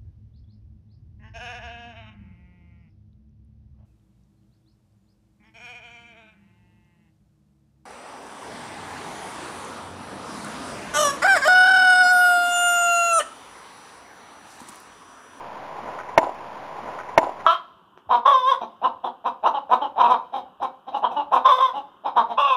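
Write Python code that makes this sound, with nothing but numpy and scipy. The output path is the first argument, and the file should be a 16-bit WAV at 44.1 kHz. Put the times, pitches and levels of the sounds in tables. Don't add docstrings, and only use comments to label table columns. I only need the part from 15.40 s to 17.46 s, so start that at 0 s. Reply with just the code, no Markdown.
import sys
import numpy as np
from scipy import signal
from scipy.fft import rfft, irfft
from scipy.io import wavfile
from scipy.ndimage import uniform_filter1d

SR = 44100
rng = np.random.default_rng(int(sys.argv[2]) if len(sys.argv) > 2 else 0)


def wrap_up_sound(samples):
    columns = np.atleast_2d(samples).T
    tamed = np.clip(columns, -1, 1)
    steps = np.round(tamed * 32767).astype(np.int16)
    wavfile.write(sys.argv[1], SR, steps)


def linear_from_db(decibels):
    return 10 ** (np.asarray(decibels, float) / 20)


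N = 91022
LEAD_S = 0.06

# (frequency [Hz], density [dB per Hz])
TRAFFIC_SPECTRUM = [(25, -35), (70, -16.5), (400, -10.5), (760, -2.5), (1030, -0.5), (1190, -10),
                    (2500, -19), (3900, -23.5)]
# (time [s], level [dB])
TRAFFIC_SWELL = [(0, -0.5), (.15, -0.5), (.3, 1), (.45, -0.5), (.6, 1.5), (.75, 1.5), (.9, 2), (1.06, 0.5)]
# (time [s], level [dB], length [s], bright share [dB])
SCUFF_EVENTS = [(0.01, -33.5, 0.0084, -16), (0.38, -28.5, 0.013, -20), (0.4586, -22.5, 0.0013, -10),
                (.463, -30.5, 0.0094, -12), (0.471, -30.5, 0.023, -8.5), (0.5877, -33.5, .003, 10),
                (0.597, -31, 0.0094, 2.5), (0.607, -41.5, 0.01, -1.5), (.634, -43.5, 0.0014, 15.5),
                (0.686, -29, 0.0088, -4), (0.705, -24, 0.0011, -5), (1.0, -34.5, .01, 0.5),
                (1.05, -25.5, .015, -8.5)]
# (frequency [Hz], level [dB], T60 [s])
GRIT_MODES = [(1293, 3, .015), (1475, -1, 0.017), (1925, 2.5, 0.0094), (2280, -12, 0.013)]
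# (frequency [Hz], level [dB], T60 [s])
DULL_MODES = [(327, -47.5, 0.014), (674, -9.5, 0.029), (825, 5, 0.032), (973.4, 2.5, 0.09)]
# (time [s], level [dB], contact [ms])
BALL_BLOWS = [
    (.7775, 0.5, 0.38),
    (.7807, -10.5, 0.19),
    (.7862, -7, 0.78),
    (.7894, -17, 0.27),
    (.7925, -11.5, 0.12),
]
# (time [s], level [dB])
LEATHER_SNAPS = [
    (.7806, 0),
    (.78385, -7),
    (.7871, -20),
]
# (frequency [Hz], level [dB], T60 [s])
POCKET_MODES = [(798, 3, 0.0086), (318, -12, 0.026), (653.7, -5.5, 0.055), (901, -11, 0.078),
                (975, -12.5, 0.041), (1396, -14, 0.026)]
# (frequency [Hz], level [dB], T60 [s])
CRACK_MODES = [(1835, -11, 0.015), (2145, -1.5, 0.0076), (2630, -9, 0.0071), (3510, -10, 0.0062)]
# (time [s], level [dB], spread [s], bright share [dB])
FENCE_ECHOES = [
    (0.813, -19.5, 0.0082, -16),
    (0.829, -14, .004, -19),
    (.837, -18.5, 0.0052, -13.5),
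    (.842, -31, 0.0058, -5.5),
    (.855, -19, .006, -25),
    (0.865, -19.5, 0.0095, -35),
    (0.883, -35, 0.0054, -19),
    (.892, -20.5, 0.0043, -16),
    (0.911, -29, 0.0092, -25),
]
# (frequency [Hz], level [dB], T60 [s])
SLAP_MODES = [(1530, 0, 0.0068), (2770, -1, 0.0024), (3680, -4, 0.0047)]


def wander(rate_hz):
    hold = int(SR / rate_hz)
    steps = np.repeat(rng.standard_normal(N // hold + 1), hold)
    smooth = uniform_filter1d(uniform_filter1d(steps, hold), hold)
    return 0.93 * smooth[:N]


def traffic(t):
    level_db, flicker_db = -36.5, -1
    freq_hz = np.fft.rfftfreq(N, 1 / SR) + 1
    table_hz, table_db = np.array(TRAFFIC_SPECTRUM).T
    colour = linear_from_db(np.interp(np.log(freq_hz), np.log(table_hz), table_db))
    shared_drift = wander(12.7)
    hum = 0
    for k in range(21):
        share = np.sqrt(np.clip(1 - np.abs(3 * np.log2(freq_hz / 40) - k), 0, 1))
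        band = irfft(rfft(rng.standard_normal(N)) * colour * share, N)
        hum = hum + linear_from_db(flicker_db * wander(22.05)) * band
    swell_db = np.interp(t, *np.array(TRAFFIC_SWELL).T) + 2.37 * shared_drift
    return hum / hum.std() * linear_from_db(level_db + swell_db)


def ring(strike, modes):
    out = 0
    for hz, db, t60_s in modes:
        decay = np.log(1000) / (max(t60_s, 0.003) * SR)
        pole = np.exp(2j * np.pi * hz / SR - decay)
        out = out + linear_from_db(db) * signal.lfilter([1], [1, -pole], strike).imag
    return out


def modal_noise(modes, top_hz):
    band = signal.butter(3, [280, top_hz], "band", fs=SR, output="sos")
    noise = signal.sosfilt(band, ring(rng.standard_normal(N), modes))
    noise = noise / np.sqrt(uniform_filter1d(noise ** 2, size=260))
    return noise / noise.std()


def swells(t, events, dull, bright):
    out = 0
    for start_s, db, length_s, bright_db in events:
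        u = np.clip((t - start_s) / length_s, 0, 30)
        envelope = np.e * u * np.exp(-u * 1.854)
        out = out + linear_from_db(db) * envelope * (dull + linear_from_db(bright_db) * bright)
    return out


def scuffs(t):
    return swells(t, SCUFF_EVENTS, modal_noise(DULL_MODES, 1020), modal_noise(GRIT_MODES, 2530))


def catch(t):
    pushes, snaps = np.zeros(N), np.zeros(N)
    for start_s, db, contact_ms in BALL_BLOWS:
        u = (t - start_s) * 1000 / contact_ms
        push = (1 - 2 * u ** 2) * np.exp(-u ** 2)
        pushes += linear_from_db(db) * push * 1000 / (contact_ms * SR)
    for start_s, db in LEATHER_SNAPS:
        snaps[int((start_s + LEAD_S) * SR)] += linear_from_db(db)
    return ring(pushes, POCKET_MODES) + ring(snaps, CRACK_MODES)


def echoes(t):
    wash_db, wash_t60_s, wash_rise_s, wash_bright_db = -20.5, 0.39, 0.029, -17
    slaps = swells(t, FENCE_ECHOES, modal_noise(DULL_MODES, 980), modal_noise(SLAP_MODES, 5100))
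    since_s = np.clip(t - BALL_BLOWS[0][0], 0, None)
    envelope = linear_from_db(wash_db - 60 * since_s / wash_t60_s) * (1 - np.exp(-since_s / wash_rise_s))
    wash = modal_noise(DULL_MODES, 1090) + linear_from_db(wash_bright_db) * modal_noise(GRIT_MODES, 4200)
    return slaps + envelope * wash


def scene():
    t = np.arange(N) / SR - LEAD_S
    return (traffic(t) + scuffs(t) + catch(t) + echoes(t))[None]


def band_limit(x):
    return signal.sosfilt(signal.butter(12, 15680, fs=SR, output="sos"), x)


def record(dry):
    camera_hz, clip, offset = 8000, 1.0, 0.002
    jump_s, back_s = 0.947, 1
    dip_start_s, dip_end_s, pop_s, dip_hz = 0.761, 0.774, 0.776, 3800
    t = np.arange(N) / SR

    lowpass = signal.butter(4, 3900, fs=SR, output="sos")
    mic = signal.sosfilt(lowpass, dry[0]) + offset
    ticks_s = np.arange(0, N / SR, 1 / camera_hz)
    samples = np.clip(np.interp(ticks_s, t, mic), -clip, clip)

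    source_s = t - back_s * (t >= jump_s)
    played = np.interp(source_s + LEAD_S, ticks_s, samples)

    in_dip = (source_s > dip_start_s) & (source_s < dip_end_s)
    dip = uniform_filter1d(in_dip.astype(float), size=130)
    before_pop = played * (source_s < pop_s)
    highpass = signal.butter(6, dip_hz, "high", fs=SR, output="sos")
    played = played - dip * signal.sosfiltfilt(highpass, before_pop)
    return band_limit(played[None])


dry = scene()
out = record(dry)
wrap_up_sound(out)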